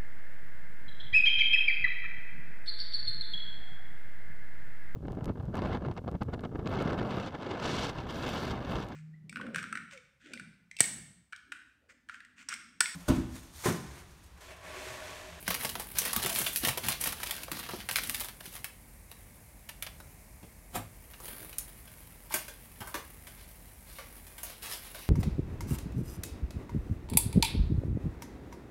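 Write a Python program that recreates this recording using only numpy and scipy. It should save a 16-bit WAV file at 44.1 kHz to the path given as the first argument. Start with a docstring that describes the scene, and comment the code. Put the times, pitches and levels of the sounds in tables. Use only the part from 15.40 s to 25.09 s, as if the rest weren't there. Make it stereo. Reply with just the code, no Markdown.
"""A plastic noodle packet snaps, rustles and flexes as it is pulled open right at the microphone.
Behind it broth simmers over the rumble and hiss of a gas flame. The dry noodle block scrapes into
the pot and bubbles pop around it; then the packet is put down and handled further off on the worktop.
A small, hard kitchen rings after the packet and the pot."""
import sys
import numpy as np
from scipy import signal
from scipy.fft import rfft, irfft, next_fast_len
from scipy.io import wavfile
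from scipy.ndimage import uniform_filter1d

SR = 44100
rng = np.random.default_rng(int(sys.argv[2]) if len(sys.argv) > 2 else 0)


def waveform_to_disk(signal):
    """Save audio, clipped to [-1, 1], as 16-bit WAV at the path in sys.argv[1]."""
    frames = np.transpose(np.atleast_2d(signal))
    scaled = np.clip(frames, -1, 1) * 32767
    samples = np.round(scaled).astype(np.int16)
    wavfile.write(sys.argv[1], SR, samples)


N = 427329
TIME = np.arange(N) / SR


def undb(db):
    """Decibels to gain."""
    return 10 ** (np.asarray(db) / 20)


def unit(x):
    """Scale to rms 1."""
    return x / np.sqrt(np.mean(x ** 2))


def band(x, lo_hz, hi_hz):
    """Causal band-pass."""
    sos = signal.butter(3, [lo_hz, min(hi_hz, .45 * SR)], "band", fs=SR, output="sos")
    return signal.sosfilt(sos, x)


def eq(x, points):
    """Filter by a curve of (frequency [Hz], gain [dB]) points."""
    hz, db = np.transpose(points)
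    size = next_fast_len(N + 4096)
    bins_hz = np.maximum(np.fft.rfftfreq(size, 1 / SR), 1)
    gain = undb(np.interp(np.log(bins_hz), np.log(hz), db))
    return irfft(rfft(x, size) * gain, size)[..., :N]


def resonance(x, hz, q):
    """One resonance, gain 1 at its centre."""
    return signal.lfilter(*signal.iirpeak(min(hz, SR / 3), max(q, 1), fs=SR), x)


def mode_pole(hz, t60):
    """Pole of a mode that dies by 60 dB in t60 seconds."""
    return np.exp((2j * np.pi * hz - np.log(1000) / t60) / SR)


def add(out, s, x):
    """Mix x in at time s."""
    i = max(int(s * SR), 0)
    out[..., i:i + x.shape[-1]] += x[..., :N - i]


def pan(db):
    """Constant-power gains; every pan here is left minus right in dB."""
    return unit(undb([[db / 2], [-db / 2]]))


def stereo(three, likeness):
    """Left and right from one shared and two separate signals."""
    return np.sqrt(likeness) * three[0] + np.sqrt(1 - likeness) * three[1:]


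def noise(samples, likeness):
    """Stereo white noise, from wide (likeness 0) to mono (1)."""
    return stereo(rng.standard_normal((3, samples)), likeness)


def drift(rate):
    """Random wander with a spread near 1 and `rate` turns a second."""
    knots = rng.standard_normal(int(N / SR * rate) + 2)
    return np.interp(TIME * rate, np.arange(len(knots)), knots)


def grains(rate, spread_db, decay_s):
    """Envelope of many tiny bursts: mostly weak, a few strong."""
    sizes = undb(spread_db * np.minimum(rng.exponential(size=N), 4.5))
    hits = (rng.random(N) < rate / SR) * sizes ** 2
    power = signal.lfilter([1], [1, -np.exp(-2 / (decay_s * SR))], hits)
    return unit(np.sqrt(power + 1e-12))


def registers(x):
    """Body, crack and sparkle of a crisp sound; body and brightness are set against the crack band."""
    return band(x, 330, 1500), band(x, 1500, 6000), band(x, 6000, 17000)


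# Tone of the flame: (frequency [Hz], gain [dB])
FLAME_EQ = [(20, -23), (45, 6.5), (90, -0.5), (210, -8), (380, -16.5), (620, -15.5), (1000, -19.5),
            (1350, -25.5), (2200, -18.5), (3200, -34.5), (7000, -26), (10000, -24), (16000, -19)]
# Thin whistles of the gas jet: (frequency [Hz], level [dB])
JET_WHISTLES = [(8550, -72), (9950, -69.5)]
# Low hum: (frequency [Hz], starting level [dB])
LOW_HUM = [(44.8, -67.5)]

def stove(flame_db, hiss_pan_db, hum_rise_db_per_s):
    """The gas flame rumbles, hisses and faintly whistles over a low hum that wavers and grows."""
    flame = unit(eq(rng.standard_normal((3, N)), FLAME_EQ)) * undb(flame_db + .5 * drift(3.49))
    rumble = band(stereo(flame, 0.88), 35, 340)
    hiss = band(stereo(flame, 0.11), 410, 13200) * pan(hiss_pan_db)
    hum = whistle = 0
    for hz, db in LOW_HUM:
        swell = undb(db + hum_rise_db_per_s * TIME + 2 * drift(1.8))
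        hum += np.sqrt(2) * swell * np.sin(2 * np.pi * hz * TIME + drift(1.7))
    for hz, db in JET_WHISTLES:
        whistle += undb(db + drift(2.16)) * unit(resonance(rng.standard_normal((2, N)), hz, q=64))
    return rumble + hiss + hum + whistle


# Reverb time of the kitchen: (frequency [Hz], t60 [s])
KITCHEN_DECAY = [(500, 0.27), (4000, 0.32), (16000, 0.21)]

def reflections(predelay_s):
    """Dense echoes off tiles and worktop, dying soonest in the top treble."""
    t = np.arange(SR // 2) / SR
    hz, t60 = np.transpose(KITCHEN_DECAY)
    edges_hz = np.geomspace(50, 18000, 10)
    tail = 0
    for lo, hi in zip(edges_hz, edges_hz[1:]):
        band_t60 = np.interp(np.log(lo * hi) / 2, np.log(hz), t60)
        wash = noise(len(t), likeness=1 / (1 + (lo / 600) ** 2))
        tail += band(wash, lo, hi) * np.exp(-np.log(1000) * t / band_t60)
    return unit(tail * np.clip(t / predelay_s - 1, 0, 1)) / np.sqrt(len(t))


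def kitchen(x, predelay_s, sets):
    """Hands and microphone keep moving, so the sound passes through sets of reflections in turn."""
    active = (TIME * 10).astype(int) % sets
    room = 0
    for k in range(sets):
        crossfade = np.sqrt(np.abs(uniform_filter1d(1. * (active == k), SR // 20)) / 2)
        send = x.sum(axis=0) * crossfade
        room += signal.oaconvolve(send[None], reflections(predelay_s), axes=1)[:, :N]
    return room


# Tone of the fizz: (frequency [Hz], gain [dB])
FIZZ_EQ = [(400, 3), (900, -2.5), (2200, -1.5), (4000, -7), (7500, -13.5), (10200, 3.5), (13000, 1),
           (16000, -2)]
# Level of the simmer, swelling as the block goes in: (time [s], level [dB])
SIMMER_LEVEL = [(0, -46.5), (5.3, -67), (5.75, -55), (5.88, -43.5), (6.35, -55), (8.3, -56), (9.69, -51)]

def broth(rate, spread_db, bubble_db):
    """Tiny steam bubbles fizz at the hot wall; larger ones ring for a few cycles as they burst."""
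    fizz = unit(eq(noise(N, 0.059) * grains(rate, spread_db, 0.0019), FIZZ_EQ))
    bubbles, t = np.zeros((2, N)), np.arange(SR // 50) / SR
    for when, pitch, strength in rng.random((700, 3)):
        cycles = 1100 * 5 ** pitch * t
        ping = np.sin(2 * np.pi * cycles) * np.exp(-cycles / 2)
        add(bubbles, when * N / SR, ping * undb(19 * strength ** 2))
    simmer_db = np.interp(TIME, *np.transpose(SIMMER_LEVEL))
    return (fizz + undb(bubble_db) * unit(bubbles)) * undb(simmer_db + drift(21))


def cracks(rows, crack_s, flutter_s, flutter_db, ring_db, span_s, likeness, stiffness, q):
    """A sharp release and a short flutter ring one facet; each level is an rms over span_s."""
    out, t = np.zeros((2, N)), np.arange(SR // 10) / SR
    jolt = undb(19.5) * (t == 0)
    for s, db, body_db, bright_db, facet_hz, pan_db in rows:
        ragged = undb(4.9 * np.interp(t, t[::50], rng.standard_normal(len(t[::50]))))
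        # bright cracks come from small, stiff facets that hardly flutter
        flutter = undb(flutter_db - stiffness * bright_db) * ragged * np.exp(-t / flutter_s)
        burst = noise(len(t), likeness) * (np.exp(-t / crack_s) + flutter)
        ring = resonance(burst + jolt, facet_hz, q)
        # a facet radiates little far below its own pitch
        parts = registers(band(burst, facet_hz / 4, SR) + undb(ring_db) * ring)
        sound = sum(undb(part_db) * part / np.sqrt(np.sum(part ** 2) / (2 * span_s * SR))
                    for part, part_db in zip(parts, (body_db, 0, bright_db)))
        add(out, s, undb(db) * pan(pan_db) * sound)
    return out


def pitched(rows, base_hz=1680, db_per_octave=14.5):
    """Give each knock or pop a pitch that falls as its body grows."""
    rows = np.array(rows)
    return np.insert(rows, -1, base_hz * 2 ** (-rows[:, 2] / db_per_octave), axis=1)


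# Bubble pops: (time [s], level [dB], body [dB], brightness [dB], pan [dB])
BUBBLE_POPS = [(5.7354, -52.5, -7, -15, 8), (5.8018, -60, 9.5, 9, 9), (5.8552, -58, 0, 12, -18),
               (6.1293, -48.5, -8.5, -2, -1)]

def pops():
    """Bubbles burst around the noodle block, each with a brief ring."""
    return cracks(pitched(BUBBLE_POPS), crack_s=0.00055, flutter_s=0.0054, flutter_db=1, ring_db=8,
                  span_s=0.013, likeness=0.21, stiffness=0.48, q=1.6)


# Ring of the filled pot: (frequency [Hz], level [dB], t60 [s])
POT_MODES = [(104, 5, 0.23), (167, 3, 0.054), (211, 3.5, 0.065), (534, -4, 0.027), (690, -9, 0.051)]
# The block meets the pot: (time [s], relative level [dB], rise [s], decay [s], relative scrape [dB])
BLOCK_TOUCHES = [(5.03, -53, 0.0016, 0.014, -46), (5.358, -37.5, .009, 0.016, 13.5)]

def noodle_block():
    """The dry block scrapes on the wall and shakes the pot; a soft touch wakes only the low modes."""
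    out, t = np.zeros((2, N)), np.arange(SR // 2) / SR
    for s, db, rise_s, decay_s, scrape_db in BLOCK_TOUCHES:
        lead_s = 4 * rise_s
        since_peak = t - lead_s
        push = noise(len(t), 0.72) * np.exp(-np.maximum(-since_peak / rise_s, since_peak / decay_s))
        scrape = unit(band(push, 160, 4000) + undb(4.5) * band(push, 6100, 15000))
        sound = undb(scrape_db - 5.5) * scrape * pan(20)
        for hz, mode_db, t60 in POT_MODES:
            ring = signal.lfilter([1], [1, -mode_pole(hz, t60)], push).real
            hardness_db = scrape_db * np.clip(np.log(hz / 200) / 2, 0, 1)
            sound += undb(mode_db + hardness_db) * unit(ring)
        add(out, s - lead_s, undb(db - 8) * unit(sound))
    return out


def shifting_facets(x, depth_db, rate):
    """Facets of ever new sizes take over: each half octave swells and fades on its own."""
    size = next_fast_len(N)
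    half_octave = 2 * np.log2(np.clip(np.fft.rfftfreq(size, 1 / SR) / 500, 1, 32))
    spectrum, out = rfft(x, size), 0
    for k in range(int(half_octave.max()) + 1):
        window = np.maximum(1 - abs(half_octave - k), 0)
        out += irfft(spectrum * window, size)[:, :N] * undb(depth_db * drift(rate))
    return out


# Film slides over film: (start [s], length [s], relative level [dB], brightness [dB])
FILM_PULLS = [(0.051, 0.073, -42.5, -7), (0.181, .11, -49, 3), (0.378, 0.032, -50, 3.5),
              (0.535, 0.17, -42, -0.5), (0.736, 0.16, -42, -0.5), (0.911, 0.16, -41.5, 6),
              (1.086, 0.11, -55.5, 11), (1.212, 0.076, -38, -1), (1.417, 0.063, -42, 0.5),
              (1.482, 0.046, -40.5, -2), (1.592, 0.094, -42, 2), (1.739, 0.29, -49.5, -0.5),
              (2.106, 0.091, -46, -2), (2.217, 0.2, -50.5, -4), (2.509, .34, -50, 5.5),
              (3.027, 0.047, -52.5, 3.5), (3.11, 0.048, -50.5, 3), (6.895, 0.053, -48, 2.5),
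              (7.96, 0.033, -59, -5), (8.456, 0.093, -59, 2), (8.58, 0.029, -60, -13),
              (9.04, 0.077, -56.5, -10), (9.213, 0.027, -43, 1.5), (9.287, 0.021, -43.5, 3.5),
              (9.423, 0.039, -52.5, 0.5), (9.54, 0.12, -55.5, -2.5)]
PUT_DOWN_S, HAND_ATTACK_S = 6.4, 0.02
HAND_PULLS = [pull for pull in FILM_PULLS if pull[0] < PUT_DOWN_S]
WORKTOP_PULLS = [pull for pull in FILM_PULLS if pull[0] >= PUT_DOWN_S]

def pull_envelopes(pulls, attack_s, release_s=0.04):
    """Strength of crack and sparkle as the film takes up speed, holds and slides to rest."""
    crack, sparkle = np.full((2, N), 1e-14)
    t = np.arange(SR) / SR
    for s, length_s, db, bright_db in pulls:
        release = np.exp(-np.maximum(t - length_s, 0) / release_s)
        power = (undb(db) * np.clip(t / attack_s, 0, 1) * release) ** 2
        add(crack, s, power)
        add(sparkle, s, power * undb(bright_db) ** 2)
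    return np.sqrt(crack), np.sqrt(sparkle)


def rustle(pulls, rate, spread_db, body_db, attack_s):
    """Countless small creases give way as the film slides."""
    crack, sparkle = pull_envelopes(pulls, attack_s)
    creases = noise(N, 0.08) * grains(rate, spread_db, 0.0033)
    parts = registers(shifting_facets(creases, depth_db=2, rate=65))
    return sum(unit(part) * gain for part, gain in zip(parts, (crack * undb(body_db), crack, sparkle)))


# Colour given to the packet's sounds: (frequency [Hz], gain [dB])
FILM_EQ = [(300, 3.5), (1500, 1.5), (2800, 3.5), (4500, 1), (7500, -2.5), (10000, 5), (13000, 3.5),
           (16000, -2)]

def film_tone(x):
    """Colours the packet's sounds, near or far."""
    return eq(x, FILM_EQ)


# Ring of the worktop: (frequency [Hz], gain [dB], t60 [s])
WORKTOP_MODES = [(560, 3, 0.031), (900, -3, 0.033), (1500, -6, 0.045)]

def worktop(knocks):
    """The worktop answers a knock with a few short, hollow modes."""
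    out = 0
    for hz, db, t60 in WORKTOP_MODES:
        pole = mode_pole(hz, t60)
        out += undb(db) * 2 * (1 - abs(pole)) * signal.lfilter([1], [1, -pole], knocks).real
    return out


# Packet knocks, before EQ: (time [s], level [dB], body [dB], brightness [dB], pan [dB])
PACKET_KNOCKS = [(6.475, -57, -10, -8, 13), (6.9069, -56.5, 8.5, -7, 4), (6.9399, -34, -4.5, 7.5, 4),
                 (7.081, -45.5, -2.5, 1.5, -2), (7.4051, -47.5, -1, 1, -3), (7.4172, -53, 7.5, -10, 14),
                 (7.4722, -51, 5, 8.5, -8), (7.5422, -40, -1, -2, 13), (7.552, -44.5, 4, 2, 13),
                 (7.8696, -50, -6, 0, 0), (8.5855, -45.5, -1.5, -4, -5), (8.868, -58, -6, 6, 8),
                 (8.9807, -50, -5.5, 4, 1), (9.0322, -47.5, -4.5, 11.5, -3), (9.098, -51.5, -1.5, 5, 13),
                 (9.546, -46.5, -2.5, -2, -2)]

def packet_on_worktop():
    """Further off, the packet knocks on the worktop and rustles as it is handled."""
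    knocks = cracks(pitched(PACKET_KNOCKS), crack_s=0.0061, flutter_s=0.0098, flutter_db=-16, ring_db=0,
                    span_s=0.0065, likeness=0.11, stiffness=0, q=1.55)
    slides = rustle(WORKTOP_PULLS, rate=1100, spread_db=4.5, body_db=-8, attack_s=0.022)
    return film_tone(knocks + worktop(knocks) + undb(-1) * slides)


# Whole panels flip over or meet the worktop: (time [s], level [dB], pitch [Hz])
PANEL_THUDS = [(0.078, -48.5, 120), (0.247, -53, 169), (0.762, -46.5, 125), (0.845, -45, 199),
               (1.003, -51.5, 198), (1.233, -47.5, 190), (1.269, -49, 120), (1.288, -47, 99),
               (2.113, -52, 210), (2.334, -51.5, 327), (6.94, -51.5, 300), (7.404, -54, 110),
               (7.545, -53.5, 260)]

def panel_flexes(pulls, decay_s, sway_db):
    """Large panels push air in soft thuds, and keep swaying while the film is worked."""
    thuds, t = np.zeros((2, N)), np.arange(SR // 6) / SR
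    for s, db, hz in PANEL_THUDS:
        thud = band(noise(len(t), 0.73) * np.exp(-t / decay_s), hz / 1.9, hz * 1.77)
        add(thuds, s, undb(db) * unit(thud))
    sway = unit(band(noise(N, 0.48) * grains(70, 2.3, 0.0039), 55, 274))
    effort, _ = pull_envelopes(pulls, HAND_ATTACK_S)
    return thuds + sway * np.sqrt(effort) * undb(sway_db)


# Squeaks: (time [s], length [s], start pitch [Hz], end pitch [Hz], level [dB], roughness [0-1])
FILM_SQUEAKS = [(1.165, .032, 10800, 11900, -35, .02), (.89, .065, 670, 650, -42, .06)]

def squeaks():
    """Taut film slips in short, unsteady tones."""
    out = np.zeros((2, N))
    for s, length_s, start_hz, end_hz, db, rough in FILM_SQUEAKS:
        progress = np.linspace(0, 1, int(length_s * SR))
        jitter = unit(uniform_filter1d(rng.standard_normal(len(progress)), 40))
        hz = (start_hz + (end_hz - start_hz) * progress) * (1 + rough * jitter)
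        add(out, s, undb(db) * np.sin(np.pi * progress) * np.sin(2 * np.pi * np.cumsum(hz) / SR))
    return out


def crinkles(pulls, count, spread_db, offset_db):
    """Stray small cracks, each with its own colour, as strong as its pull; rows as in FILM_SNAPS."""
    s, length_s, db, bright_db = np.transpose(pulls)
    moment, strength, size, sheen, turn = rng.random((count, 5)).T
    # longer pulls get more cracks
    pull = np.searchsorted(np.cumsum(length_s) / length_s.sum(), (np.arange(count) + turn) / count)
    when = s[pull] + HAND_ATTACK_S / 2 + moment * length_s[pull]
    level_db = db[pull] + offset_db + spread_db * strength ** 2
    body_db, facet_hz = -14 * (1 - size), 4500 * 2 ** (-2 * size)
    return np.column_stack([when, level_db, body_db, bright_db[pull] + 10 * (sheen - .5), facet_hz])


# Where the packet is held: (time [s], pan [dB])
HAND_PAN = [(0, -8), (1.3, -4), (1.5, -0.5), (2.1, 3.5), (2.6, 2.5), (3.4, 2), (4.5, 0), (6.2, -2.5)]

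def panned(rows, scatter_db):
    """Give each crack a pan, scattered around where the packet is held."""
    held_db = np.interp(rows[:, 0], *np.transpose(HAND_PAN))
    return np.column_stack([rows, held_db + scatter_db * rng.standard_normal(len(rows))])


# Close snaps, before EQ: (time [s], level [dB], body [dB], brightness [dB], facet pitch [Hz])
FILM_SNAPS = [(0.0786, -30.5, -4.5, -1, 1910), (0.1045, -31.5, -2, 0, 1290), (0.1433, -32, -11, 0, 2300),
              (0.2479, -34, -2, 0.5, 900), (0.293, -39, -9, 3.5, 3570), (0.354, -39, 0, -4.5, 1080),
              (0.3976, -39, 1, 4, 900), (0.5857, -30, -10, 8.5, 5630), (0.6572, -41.5, -9, 2, 2500),
              (0.731, -34.5, -1.5, 7.5, 3730), (0.7625, -32, -2.5, 6, 3200), (0.847, -35, -9, -4, 2980),
              (0.8612, -32, -4.5, 2, 2300), (1.065, -29, -11.5, -11, 2730), (1.1603, -32, -26, 7, 4300),
              (1.25, -28.5, -6.5, 0.5, 3040), (1.272, -39.5, 7.5, 10.5, 613), (1.289, -31, -9, 0, 2280),
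              (1.3743, -34, -2, 2.5, 710), (1.4854, -32, -4, 6, 2800), (1.612, -46, -12, 16.5, 8800),
              (1.658, -32.5, -6, -6, 1830), (1.671, -35, -7, 4, 1810), (1.7232, -40.5, -0.5, 3.5, 1160),
              (1.8319, -37, -8, 1.5, 1950), (1.863, -44, -9, -1, 3010), (1.909, -33.5, -16, 2, 3420),
              (2.081, -51.5, 9, -13, 1180), (2.1161, -37.5, -4, 2.5, 4700), (2.264, -46.5, -3, -6, 1300),
              (2.2912, -45, 7, -1, 1000), (2.3076, -42.5, -11, -2, 2430), (2.335, -51.5, 8.5, -1, 413),
              (2.4888, -34, -4.5, -1.5, 2020), (2.511, -37, -10, 3, 1790), (2.558, -29, -14, -3.5, 2330),
              (2.566, -33.5, -15, 2.5, 2300), (2.5837, -33, -5, -11, 2220), (2.6353, -36.5, -9, 2, 3600),
              (2.6958, -37, -9.5, 4, 3600), (2.746, -36.5, -14, 3, 3360), (2.809, -39, -7, 0, 2300),
              (2.8858, -44, -5, -0.5, 1400), (3.004, -47.5, -4, -2, 1500), (3.244, -38, -9, 2.5, 2520),
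              (3.715, -49.5, -4.5, 3.5, 840), (4.2894, -42.5, -6.5, 1, 2470), (4.424, -37.5, -10, 2, 2600),
              (4.4654, -42, -4, -7, 2450), (4.602, -54.5, 4.5, 1.5, 755), (6.1839, -41, -12, 11.5, 9700)]

def packet_in_hand():
    """Pulled open at the microphone, the film buckles in sharp snaps over its own rustle."""
    strays = crinkles(HAND_PULLS, count=90, spread_db=10, offset_db=-1.5)
    buckles = panned(np.vstack([FILM_SNAPS, strays]), scatter_db=6.5)
    snaps = cracks(buckles, crack_s=0.00012, flutter_s=0.0066, flutter_db=-3, ring_db=-2,
                   span_s=0.0079, likeness=0.18, stiffness=0.25, q=3.4)
    slides = rustle(HAND_PULLS, rate=750, spread_db=2.5, body_db=-7.5, attack_s=HAND_ATTACK_S)
    return film_tone(snaps + undb(-1.5) * slides)


def scene():
    """Packet and pot over the stove bed; the far packet gets the most reverb, the near one the least."""
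    near = packet_in_hand() + panel_flexes(HAND_PULLS, decay_s=0.01, sway_db=-30) + squeaks()
    far = packet_on_worktop()
    pot = pops() + noodle_block() + broth(rate=1200, spread_db=4.5, bubble_db=-24.5)
    send = undb(-7.5) * near + undb(0.5) * far + undb(-4.5) * pot
    room = kitchen(send, predelay_s=0.00042, sets=5)
    return near + far + pot + room + stove(flame_db=-52, hiss_pan_db=11, hum_rise_db_per_s=1)


# Shadow of the phone's body: (frequency [Hz], left boost and right cut [dB])
PHONE_SHADOW = [(180, 1.5), (900, 3), (5000, 3.5), (12000, 1.5)]

def record(dry):
    """The right microphone port lies in the phone's shadow; the top treble is cut."""
    left = eq(dry[0], PHONE_SHADOW)
    right = eq(dry[1], [(hz, -db) for hz, db in PHONE_SHADOW])
    high_cut = signal.ellip(10, .2, 70, 15900, fs=SR, output="sos")
    return signal.sosfilt(high_cut, [left, right])


dry = scene()
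out = record(dry)
waveform_to_disk(out)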